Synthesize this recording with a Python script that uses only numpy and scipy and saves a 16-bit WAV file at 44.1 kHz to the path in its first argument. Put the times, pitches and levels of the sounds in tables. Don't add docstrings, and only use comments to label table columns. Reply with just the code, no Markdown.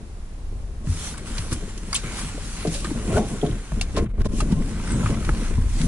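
import sys
import numpy as np
from scipy import signal
from scipy.fft import rfft, irfft, next_fast_len
from scipy.io import wavfile
from scipy.ndimage import uniform_filter1d

SR = 44100
rng = np.random.default_rng(int(sys.argv[2]) if len(sys.argv) > 2 else 0)


def amplitude_ratio(level_db):
    exponent = np.asarray(level_db, float) / 20
    return 10 ** exponent


def transcribe(u):
    v = np.clip(np.atleast_2d(u).T, -1, 1)
    q = np.round(v * 32767).astype(np.int16)
    wavfile.write(sys.argv[1], SR, q)


N = 258867


def evened(x):
    return x / np.sqrt(np.mean(x ** 2) + 1e-20)


def read(points, hz):
    f, value = np.transpose(points)
    return np.interp(np.log(hz + 1), np.log(f + 1), value)


def pair(count):
    return rng.standard_normal((2, count))


# (frequency [Hz], left-right likeness [0-1])
NEAR = [(25, 0.95), (60, 1), (160, 0.98), (500, 0.87), (1500, 0.92), (4000, 0.29), (11000, 0.05)]
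# (frequency [Hz], level [dB])
LEAN = [(300, 0), (600, -1.7), (1200, 0.75), (4000, -2), (8000, -0.9)]
LAG_S = 0.00008


def heard(x, same, shape=((1, 0), (20000, 0))):
    count = x.shape[1]
    size = next_fast_len(count)
    hz = np.fft.rfftfreq(size, 1 / SR)
    right, other = rfft(x, size) * amplitude_ratio(read(shape, hz))
    c = np.clip(read(same, hz), 0, 1)
    left = c * right + np.sqrt(1 - c ** 2) * other
    left = left * np.exp(-2j * np.pi * hz * LAG_S) * amplitude_ratio(read(LEAN, hz))
    return irfft(np.array([left, right]), size)[:, :count]


def move(table, count, steep=1):
    rows = np.array(table)[:, :, None]
    t = np.arange(0, N + 64, 64) / SR
    peak_s, rise_s, fall_s = rows[:, 0], rows[:, 1], rows[:, 2]
    away = np.maximum((peak_s - t) / rise_s, (t - peak_s) / fall_s)
    gain = np.linalg.norm(amplitude_ratio(rows[:, count] - 10 * steep * away), axis=0)
    return np.interp(np.arange(N) / SR, t, gain)


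def resonate(x, hz, width_hz):
    r = np.exp(-np.pi * width_hz / SR)
    return 2 * signal.lfilter([1 - r], [1, -r * np.exp(2j * np.pi * hz / SR)], x).real


def flicker(per_s, spread_db, t60_s):
    size = amplitude_ratio(spread_db * np.minimum(rng.exponential(1, N), 4))
    slips = (rng.random(N) < per_s / SR) * size
    fall = np.exp(-np.log(1000) / (t60_s * SR))
    return evened(1 + signal.lfilter([1], [1, -fall], slips))


# (frequency [Hz], left-right likeness [0-1])
STILL = [(60, 0.7), (220, 0.98), (810, 0.28), (2980, 0.039), (11000, 0.01)]
# (frequency [Hz], level [dB])
HUSH = [(88, -6.5), (150, -2.5), (293, -15), (563, -21.5), (780, -15.5), (839, -19.5), (3150, -27.5),
        (10400, -30), (11400, -30), (14800, -72), (22000, -120)]


def still_cabin():
    return amplitude_ratio(-46.5) * evened(heard(pair(N), STILL, HUSH))


# (peak [s], rise [s], fall [s], rumble [dB])
BOOM = [(.2, 0.37, 1, -32), (.46, 0.035, 0.97, -28.5), (.9, 0.052, 0.14, -31), (1.4, 0.14, 0.11, -27),
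        (1.54, 0.15, 1, -30.5), (2.2, 0.33, 0.6, -34.5), (2.75, 0.16, 0.51, -32), (3.2, 1, 0.36, -28.5),
        (3.53, 0.1, 0.089, -24.5), (3.74, 0.033, 0.29, -22), (4.01, 0.059, 0.18, -21),
        (4.2, 0.026, 0.093, -17.5), (4.36, 0.089, 0.26, -22), (4.62, 0.24, 0.069, -21),
        (4.76, 0.019, 0.082, -25), (4.9, 0.091, 0.19, -25), (5.13, 0.26, 0.14, -24),
        (5.33, 0.0985, 0.052, -18.5), (5.59, 0.22, 0.46, -18), (5.87, 0.28, 0.18, -24)]
# (frequency [Hz], density [dB per Hz])
RUMBLE = [(7.1, -5), (12, -19.5), (32, 2), (60, -3.5), (81, -7.5), (100, -4.5), (114, -16), (200, -68),
          (260, -72), (440, -120)]
# (frequency [Hz], width [Hz], level [dB])
CABIN = [(29.7, 17, -2.5), (63.7, 4.7, -5), (160, 15.6, -4.5), (214.8, 46, 0), (419, 16, -4.5),
         (601, 116, -3), (694, 12, 5), (865, 12, -6)]


def shell():
    air = evened(heard(pair(N), NEAR, RUMBLE))
    boom = air + 2.05 * sum(amplitude_ratio(db) * resonate(air, hz, width) for hz, width, db in CABIN[:2])
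    power = (boom ** 2).mean(0)
    swing = np.sqrt(uniform_filter1d(uniform_filter1d(power, 2500), 1200)) + 0.1
    return move(BOOM, count=3) * evened(boom / swing ** 0.65)


# (peak [s], rise [s], fall [s], seat groan [dB], frame creak [dB])
MOVES = [(0, .3, 0.16, -43, -46.5), (.3, 0.15, 0.87, -48, -64), (1.04, 0.29, 1, -39, -67),
         (1.3, 0.91, 0.34, -57, -42), (1.55, 0.31, 0.62, -44.5, -44.5), (2.19, 0.35, 0.096, -37, -41.5),
         (2.73, 0.99, 0.075, -37.5, -44), (2.96, 0.19, 0.18, -31, -36), (3.1, 0.031, 0.15, -24.5, -26.5),
         (3.33, 0.37, 0.27, -34, -37.5), (3.78, 0.043, 0.07, -29.5, -35.5), (4.02, 0.11, 0.83, -28, -34),
         (4.4, 0.078, 0.5, -27, -43), (5.02, 0.31, 0.39, -27, -35.5), (5.45, 0.6, 0.15, -30.5, -37),
         (5.87, 0.11, 0.066, -25.5, -35)]
# (frequency [Hz], density [dB per Hz])
GROAN = [(59, -8), (100, 1), (178, -2), (226, -3.5), (340, -9.5), (440, -40), (750, -120)]
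# (frequency [Hz], density [dB per Hz])
CREAK = [(190, -14), (320, 1), (416, -1.5), (506, -5), (850, -22.5), (1100, -11), (1870, -120)]


def seat():
    lumps = flicker(per_s=60, spread_db=0.33, t60_s=0.059)
    slips = move(MOVES, count=3) * evened(heard(pair(N) * lumps, NEAR, GROAN))
    slips += move(MOVES, count=4) * evened(heard(pair(N) * lumps, NEAR, CREAK))
    cabin = sum(amplitude_ratio(db) * resonate(slips, hz, width) for hz, width, db in CABIN[2:])
    return 0.67 * slips + 0.97 * cabin


def patchy(x, patchy_db):
    z = signal.stft(x, nperseg=512)[2]
    field = rng.standard_normal(z.shape[::-1][:2])
    field = uniform_filter1d(uniform_filter1d(field, 12, 0), 5, 1)
    return signal.istft(z * amplitude_ratio(patchy_db * evened(field).T), nperseg=512)[1][:, :N]


# (peak [s], rise [s], fall [s], nylon sizzle [dB], cloth rub
# [dB])
STROKES = [(1.083, 0.2, 0.052, -34, -40.5), (1.18, 0.0093, 0.048, -46, -42),
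           (1.271, 0.014, 0.36, -42, -43), (1.39, 0.16, 0.15, -40.5, -41), (1.52, 0.02, 0.046, -36.5, -38),
           (1.6, 0.035, 0.77, -51.5, -64), (1.7, 0.048, 0.019, -46, -41.5),
           (1.781, 0.0072, 0.0072, -53, -66), (1.93, 0.13, 0.12, -43.5, -42),
           (2.05, 0.083, 0.39, -40.5, -39), (2.194, 0.061, 0.12, -34, -35),
           (2.45, 0.072, 0.24, -42.5, -58), (2.65, 0.26, 0.058, -39, -39), (2.732, 0.043, 0.12, -33, -76),
           (2.86, 0.03, 0.94, -43, -40.5), (3.05, 0.25, 0.077, -56, -62),
           (3.179, 0.095, 0.026, -34.5, -35), (3.3, 0.12, 0.13, -43, -47), (3.47, 0.12, 0.077, -47, -45),
           (3.75, 0.52, 0.18, -50.5, -48.5), (3.93, 0.012, 0.11, -48.5, -56),
         (3.972, 0.013, 0.022, -44, -27.5), (4.255, 0.015, .015, -47, -51),
         (4.064, 0.0089, 0.019, -62, -31.5), (4.105, 0.016, 0.022, -59, -40),
         (4.16, 0.031, 0.018, -59, -42), (4.21, 0.011, 0.077, -53, -39.5), (4.396, 0.07, 0.049, -37.5, -49),
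         (4.528, 0.056, 0.0088, -44.5, -39), (4.7, 0.32, 0.082, -47, -48.5),
         (4.92, 0.19, 0.037, -41.5, -36.5), (5.07, 0.23, 0.11, -39, -34.5), (5.28, 0.094, 0.055, -44, -40),
         (5.454, 0.31, 0.14, -40.5, -37.5), (5.81, 0.13, 0.11, -37.5, -38.5)]
# (frequency [Hz], density [dB per Hz])
RUB = [(460, -35), (780, -4), (1590, -2.5), (1720, -6), (2070, -4.5), (3200, -9.5), (4160, -18.5),
       (7040, -120)]
# (frequency [Hz], density [dB per Hz])
SIZZLE = [(1470, -5), (2500, -0.5), (4450, 1), (4810, -0.5), (6120, 1.5), (9980, 1), (11000, -1.5),
          (11400, -57), (14800, -52), (22000, -120)]


def jacket():
    stir_s, stir_rise_s = 0.828, 0.063
    drag = flicker(per_s=70, spread_db=0.27, t60_s=0.012)
    strokes = STROKES
    rub = evened(patchy(heard(pair(N) * drag, NEAR, RUB), patchy_db=1.5))
    sizzle = evened(patchy(heard(pair(N) * drag ** 0.54, NEAR, SIZZLE), patchy_db=2.0))
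    rub = amplitude_ratio(-3.0) * move(strokes, count=4, steep=0.86) * rub
    sizzle = amplitude_ratio(2.0) * move(strokes, count=3) * sizzle
    moving = np.clip((np.arange(N) / SR - stir_s) / stir_rise_s, 0, 1)
    return moving * (rub + sizzle)


FADE = np.cos(np.linspace(0, np.pi / 2, 6144)) ** 0.5


def played(table, strike):
    out = np.zeros((2, N))
    for s, *row in table:
        sound = strike(*row)
        part = out[:, round(s * SR):][:, :sound.shape[1]]
        part += sound[:, :part.shape[1]]
    return out


def burst(t60_s, rise_s, contact):
    t = np.arange(len(FADE)) / SR
    rise_s = max(rise_s, 0.0002)
    shape = amplitude_ratio(-60 * t / max(t60_s, 0.006)) * (1 - np.exp(-t / rise_s))
    noise = pair(len(t)) * shape / shape.max()
    noise[:, round(rise_s * SR)] += contact
    return noise


def click(db, hz, t60_s, width_hz, rise_s):
    bright = [(250, -21), (700, 4.0), (4000, 16.0), (11000, 14.5)]
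    snap = heard(burst(t60_s, rise_s, contact=2.3), NEAR, bright)
    tone = resonate(resonate(snap, hz, width_hz), hz, width_hz) * FADE
    return amplitude_ratio(db) * tone / abs(tone).max()


# (time [s], peak [dB], t60 [s])
CLACKS = [(0.869, -39.5, 0.065), (1.141, -35, 0.15), (1.18, -40, .04), (1.518, -28.5, 0.098),
          (1.9289, -21.5, 0.051), (2.846, -30, 0.058), (3.1776, -20.5, 0.02), (3.719, -31.5, 0.046),
          (3.973, -23.5, 0.087), (4.178, -36, 0.078), (4.214, -38, 0.055), (4.256, -35, 0.07),
          (4.4021, -27, 0.089), (5.059, -21, 0.081)]


def clacks():
    return played(CLACKS, lambda db, t60_s: click(db, 1100, t60_s, width_hz=750, rise_s=0.00026))


def knock(db, hz, t60_s):
    soft = [(hz / 4, -24), (hz / 4.8, -1.5), (hz * 1.51, -1.5), (hz * 2.94, -30), (hz * 6, -70)]
    rise_s = 0.74 / hz
    blow = heard(burst(t60_s, rise_s, contact=15.4), NEAR, soft)
    part = resonate(blow, hz, 0.12 * hz)
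    cabin = sum(amplitude_ratio(d) * resonate(blow, f, width) for f, width, d in CABIN[2:])
    onset = np.minimum(np.arange(1, len(FADE) + 1) * hz / SR, 1)
    both = (evened(part) + 0.5 * evened(cabin) + 0.5 * evened(blow)) * FADE * onset
    return amplitude_ratio(db) * both / abs(both).max()


# (time [s], peak [dB], ring [Hz], t60 [s])
KNOCKS = [(0.87, -22, 160, 0.59), (0.888, -17.5, 86.5, 0.087), (1.388, -19.5, 96.5, 0.034),
          (1.515, -25, 157, 0.068), (2.23, -23, 157, 0.2),  (2.672, -15.5, 165.4, 0.063),
          (3.076, -17.5, 166, 0.08), (3.136, -14.5, 85.2, 0.15), (3.189, -17, 219, 0.087),
          (3.426, -16.5, 153, 0.17), (3.496, -19.5, 112, 0.19), (3.718, -20, 160, 0.11),
          (3.973, -15.5, 198, 0.064), (4.056, -11.5, 122, 0.034), (4.182, -38, 103, 0.078),
           (4.252, -15.5, 209, 0.035), (4.331, -29, 220, 0.29), (4.416, -22, 107, 0.079),
          (4.509, -20, 176, 0.058), (4.525, -20, 191, 0.04), (4.611, -25, 221, 0.077),
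           (4.901, -37, 85, 0.052), (4.916, -16, 211, 0.077), (5.038, -13.5, 108, 0.16),
          (5.1, -19, 91, 0.048), (5.164, -30, 209, 0.05), (5.286, -17.5, 107, 0.088),
          (5.581, -18.5, 88, 0.022), (5.801, -16, 160, 0.23), (5.849, -16, 102, 0.018)]


def knocks():
    return played(KNOCKS, knock)


def ping(db, hz, t60_s):
    t = np.maximum(np.arange(len(FADE)) / SR - np.array([[LAG_S], [0]]), 0)
    rise_s = 0.29 / hz + 0.00023
    shape = amplitude_ratio(-60 * t / max(t60_s, 0.006)) * (1 - np.exp(-t / rise_s)) * FADE
    return amplitude_ratio(db) * shape / shape.max() * np.sin(2 * np.pi * hz * t)


# (time [s], peak [dB], mode [Hz], t60 [s])
PINGS = [(.871, -43, 2600, 0.015), (1.178, -30, 8060, 0.022), (1.9285, -26, 1050, 0.024),
         (1.929, -18.5, 4830, .03), (1.929, -31, 2200, 0.09), (1.929, -29, 6500, .02),
         (1.943, -28, 1060, 0.021), (1.946, -21, 9470, 0.021), (1.952, -21, 3130, 0.04),
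         (1.951, -21, 3500, .035), (1.9515, -26, 6550, .03), (3.812, -26.5, 10630, 0.013),
         (4.215, -38, 5200, .02), (4.405, -20.5, 8130, 0.012), (1.178, -43, 3020, .015),
         (4.919, -25, 8100, .05), (2.821, -40, 1140, 0.053), (2.845, -24, 1200, 0.025),
         (2.85, -30, 1570, 0.035), (2.848, -33, 2400, 0.015), (2.905, -34, 950, 0.035),
         (3.139, -32, 1390, 0.11), (3.161, -29, 1485, 0.092), (3.17, -22, 879, 0.12),
         (3.173, -20, 627, 0.16), (3.184, -18, 713, .04), (3.718, -32.5, 627, .04),
         (3.796, -37, 3300, 0.015), (3.812, -19, 2740, 0.027), (3.8118, -25.5, 2250, .015),
         (3.812, -29.5, 738, 0.032), (3.811, -28, 3630, 0.035), (3.812, -26, 6282, 0.022),
         (3.968, -25, 1058, 0.12), (3.972, -17, 580, 0.05), (3.978, -24.5, 458, 0.23),
         (4.18, -34.5, 700, 0.027), (4.255, -22.5, 432, 0.047), (4.257, -30, 1030, 0.047),
         (4.405, -20.5, 1250, 0.034), (4.403, -29.5, 837, 0.049), (4.403, -28.5, 2725, 0.055),
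         (4.42, -28.5, 604, .08), (5.291, -15.5, 1320, 0.012), (5.2914, -20, 1720, 0.011),
         (5.293, -24, 860, 0.022), (5.813, -40, 2200, 0.027)]


def pings():
    return played(PINGS, ping)


# (time [s], peak [dB], mode [Hz], t60 [s])
THUDS = [(.872, -20, 170, 0.027), (.892, -18.5, 79.6, 0.087), (2.66, -26.5, 303, 0.24),
         (2.914, -21.5, 302, 0.058), (3.105, -30, 642, 0.36), (3.125, -26, 399, 0.35),
         (3.19, -19.5, 233, 0.098), (3.21, -35, 805, 0.29), (3.428, -18, 419, 0.21),
         (3.432, -23.5, 705, 0.11), (3.436, -34, 860, 0.049), (3.445, -28, 308, 0.086),
         (3.995, -23, 227, 0.13), (4.056, -15, 69.6, 0.05), (4.211, -11, 62, 0.049),
         (4.512, -20, 194, 0.024), (4.524, -9, 196, 0.044), (4.659, -31, 264, 0.13),
         (4.958, -26, 108, 0.32), (5.164, -25, 223, 0.06), (5.578, -15.5, 100, 0.11),
         (5.51, -29, 342, 0.051), (1.522, -17, 110, 0.045), (1.567, -32, 310, 0.063),
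         (1.628, -34, 430, 0.033), (1.637, -24, 192, 0.066), (1.678, -38, 420, 0.042),
         (2.847, -24.5, 333, .05), (5.805, -22, 149, 0.055), (5.702, -36, 278, 0.063),
         (5.835, -22, 243, 0.087)]


def thuds():
    return played(THUDS, ping)


# (time [s], peak [dB], mode [Hz], t60 [s])
MORE_PINGS = [(1.14, -38.5, 1490, 0.041), (1.194, -41, 2200, .015), (1.179, -35, 1160, .025),
              (1.179, -44, 9900, 0.018), (1.777, -43, 3040, .02), (1.381, -31, 2380, 0.026),
              (1.776, -47, 8000, 0.011), (1.93, -28, 10550, 0.014), (1.955, -23, 8100, .02),
              (1.96, -29, 4900, .04), (1.929, -26, 8600, .025), (2.037, -30.5, 400, .04), (2.044, -26, 150, .06),
              (2.345, -28, 285, 0.077), (2.379, -30, 575, .04), (2.75, -34, 570, 0.16), (3.562, -43, 600, .04),
              (4.216, -41, 1300, 0.012), (4.262, -23, 590, 0.022), (4.525, -32, 900, 0.048),
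              (4.525, -38, 1530, 0.022), (4.755, -42, 1220, 0.039), (4.797, -35.5, 950, 0.043),
              (4.8, -34.5, 1340, 0.033), (4.9, -36, 1540, 0.046), (5.03, -33, 1340, .05), (5.035, -32, 954, .05),
              (5.06, -23, 1253, 0.026), (5.062, -29, 2420, .03), (5.11, -30.5, 558, 0.062),
              (5.17, -37.5, 1346, 0.09), (5.225, -35.5, 1270, .06), (5.248, -38, 2300, .02),
              (5.579, -34.5, 1010, 0.036), (2.854, -31, 1810, .03), (2.855, -32, 1250, 0.037),
              (5.814, -40, 4330, 0.018), (5.814, -35, 2960, .02)]


def more_pings():
    return played(MORE_PINGS, ping)


# (time [s], peak [dB], centre [Hz], t60 [s])
CLICKS = [(1.1777, -31, 8800, 0.027), (1.3797, -17.5, 2420, 0.034), (1.5252, -16.5, 9300, 0.063),
          (1.7753, -26.5, 6300, 0.036), (1.928, -18, 4960, 0.035), (1.9418, -12, 8700, 0.069),
          (1.951, -15, 3170, 0.15), (2.67, -22.5, 2780, 0.061), (2.7386, -20.5, 3350, 0.11),
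          (2.8439, -23, 2300, 0.038), (3.8105, -20, 4470, 0.091), (3.963, -21, 2050, 0.096),
          (3.9745, -22.5, 2420, 0.063), (4.2155, -31, 2430, 0.022), (4.2517, -27, 2980, 0.076),
          (4.4034, -17, 2690, 0.045), (4.5184, -27.5, 3300, 0.062), (5.2473, -24.5, 2550, 0.029),
          (5.8138, -18.5, 2110, 0.021), (5.83, -25, 10300, 0.21)]


def clicks():
    return played(CLICKS, lambda db, hz, t60_s: click(db, hz, t60_s, width_hz=9700, rise_s=0.0033))


# (time [s], peak [dB], ring [Hz], t60 [s])
RAPS = [(1.52, -18.5, 266, 0.077), (2.347, -32, 277, 0.02), (2.375, -30, 420, 0.12),
        (2.65, -15.5, 427, 0.17), (2.679, -26.5, 313, 0.28), (2.912, -22.5, 280, 0.046),
        (3.157, -13.5, 405, 0.36), (3.174, -14, 614, 0.083), (3.188, -23, 234, 0.1), (3.218, -39, 260, 0.1),
        (3.431, -15.5, 268, 0.15), (3.432, -19, 434, 0.16), (3.451, -17.5, 299, 0.34),
        (3.945, -22, 296, 0.22), (3.974, -23, 1000, 0.085), (3.978, -14, 404, 0.15),
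        (4.028, -22, 246, 0.13), (4.257, -27, 350, 0.038), (4.419, -25.5, 364, 0.051),
        (5.098, -18.5, 243, 0.1), (5.287, -17, 302, 0.044), (5.581, -18.5, 239, 0.055)]


def raps():
    return played(RAPS, knock)


# (time [s], peak [dB], centre [Hz], t60 [s], width
# [Hz])
RINGS = [(1.9455, -14, 9700, 0.018, 1800), (1.961, -11.5, 7670, 0.044, 1510),
         (1.954, -24.5, 2620, 0.06, 300), (2.651, -26, 615, 0.034, 244), (3.142, -30, 1400, 0.05, 250),
         (3.164, -23, 1450, 0.058, 298), (3.177, -24, 684, 0.094, 160), (3.413, -28, 3200, 0.044, 900),
         (3.434, -27, 590, 0.1, 147), (3.464, -31, 3300, 0.05, 900), (3.511, -31, 3220, .028, 800),
         (3.8115, -20, 4770, 0.03, 1500), (3.8127, -15, 6350, 0.0072, 7050), (3.982, -27, 547, 0.074, 198),
         (4.899, -32, 8080, 0.4, 120), (5.291, -20, 1380, 0.021, 900), (2.035, -33, 2250, 1, 350)]


def rings():
    return played(RINGS, lambda db, hz, t60_s, width_hz: click(db, hz, t60_s, width_hz, 0.54 / width_hz))


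# (start [s], length [s], depth [dB])
DIVE = [
    (4.048, 0.013, -16),
    (4.058, 0.14, -21.5),
    (4.06, 0.032, -15),
    (4.121, 0.019, -8),
    (4.221, 0.026, -22),
    (4.272, .016, -20),
    (4.28, 0.043, -7.5),
]


def gain_dive_db():
    t = np.arange(N) / SR
    dive_db = 0
    for s, length_s, db in DIVE:
        phase = np.clip((t - s) / length_s, 0, 1)
        dive_db = dive_db + db * abs(np.sin(np.pi * phase)) ** 0.54
    return dive_db


def scene():
    dive_db = gain_dive_db()
    blows = clacks() + knocks() + pings() + thuds() + more_pings() + clicks() + raps() + rings()
    mix = amplitude_ratio(dive_db) * still_cabin() + shell()
    mix += amplitude_ratio(0.57 * dive_db) * (seat() + jacket())
    return mix + amplitude_ratio(0.43 * dive_db) * blows


def roll_off(x):
    return signal.sosfilt(signal.butter(12, 11550, fs=SR, output="sos"), x)


def record(dry):
    left_db, edge_hz = 1.2, 11030
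    x = dry * amplitude_ratio(np.array([[left_db], [-left_db]]) / 2)
    x = 0.85 * np.tanh(x / 0.87)
    lowpass = signal.firwin(2047, edge_hz, window=("kaiser", 8), fs=SR)
    x = signal.oaconvolve(x, lowpass[None], "same")
    return roll_off(x)


dry = scene()
out = record(dry)
transcribe(out)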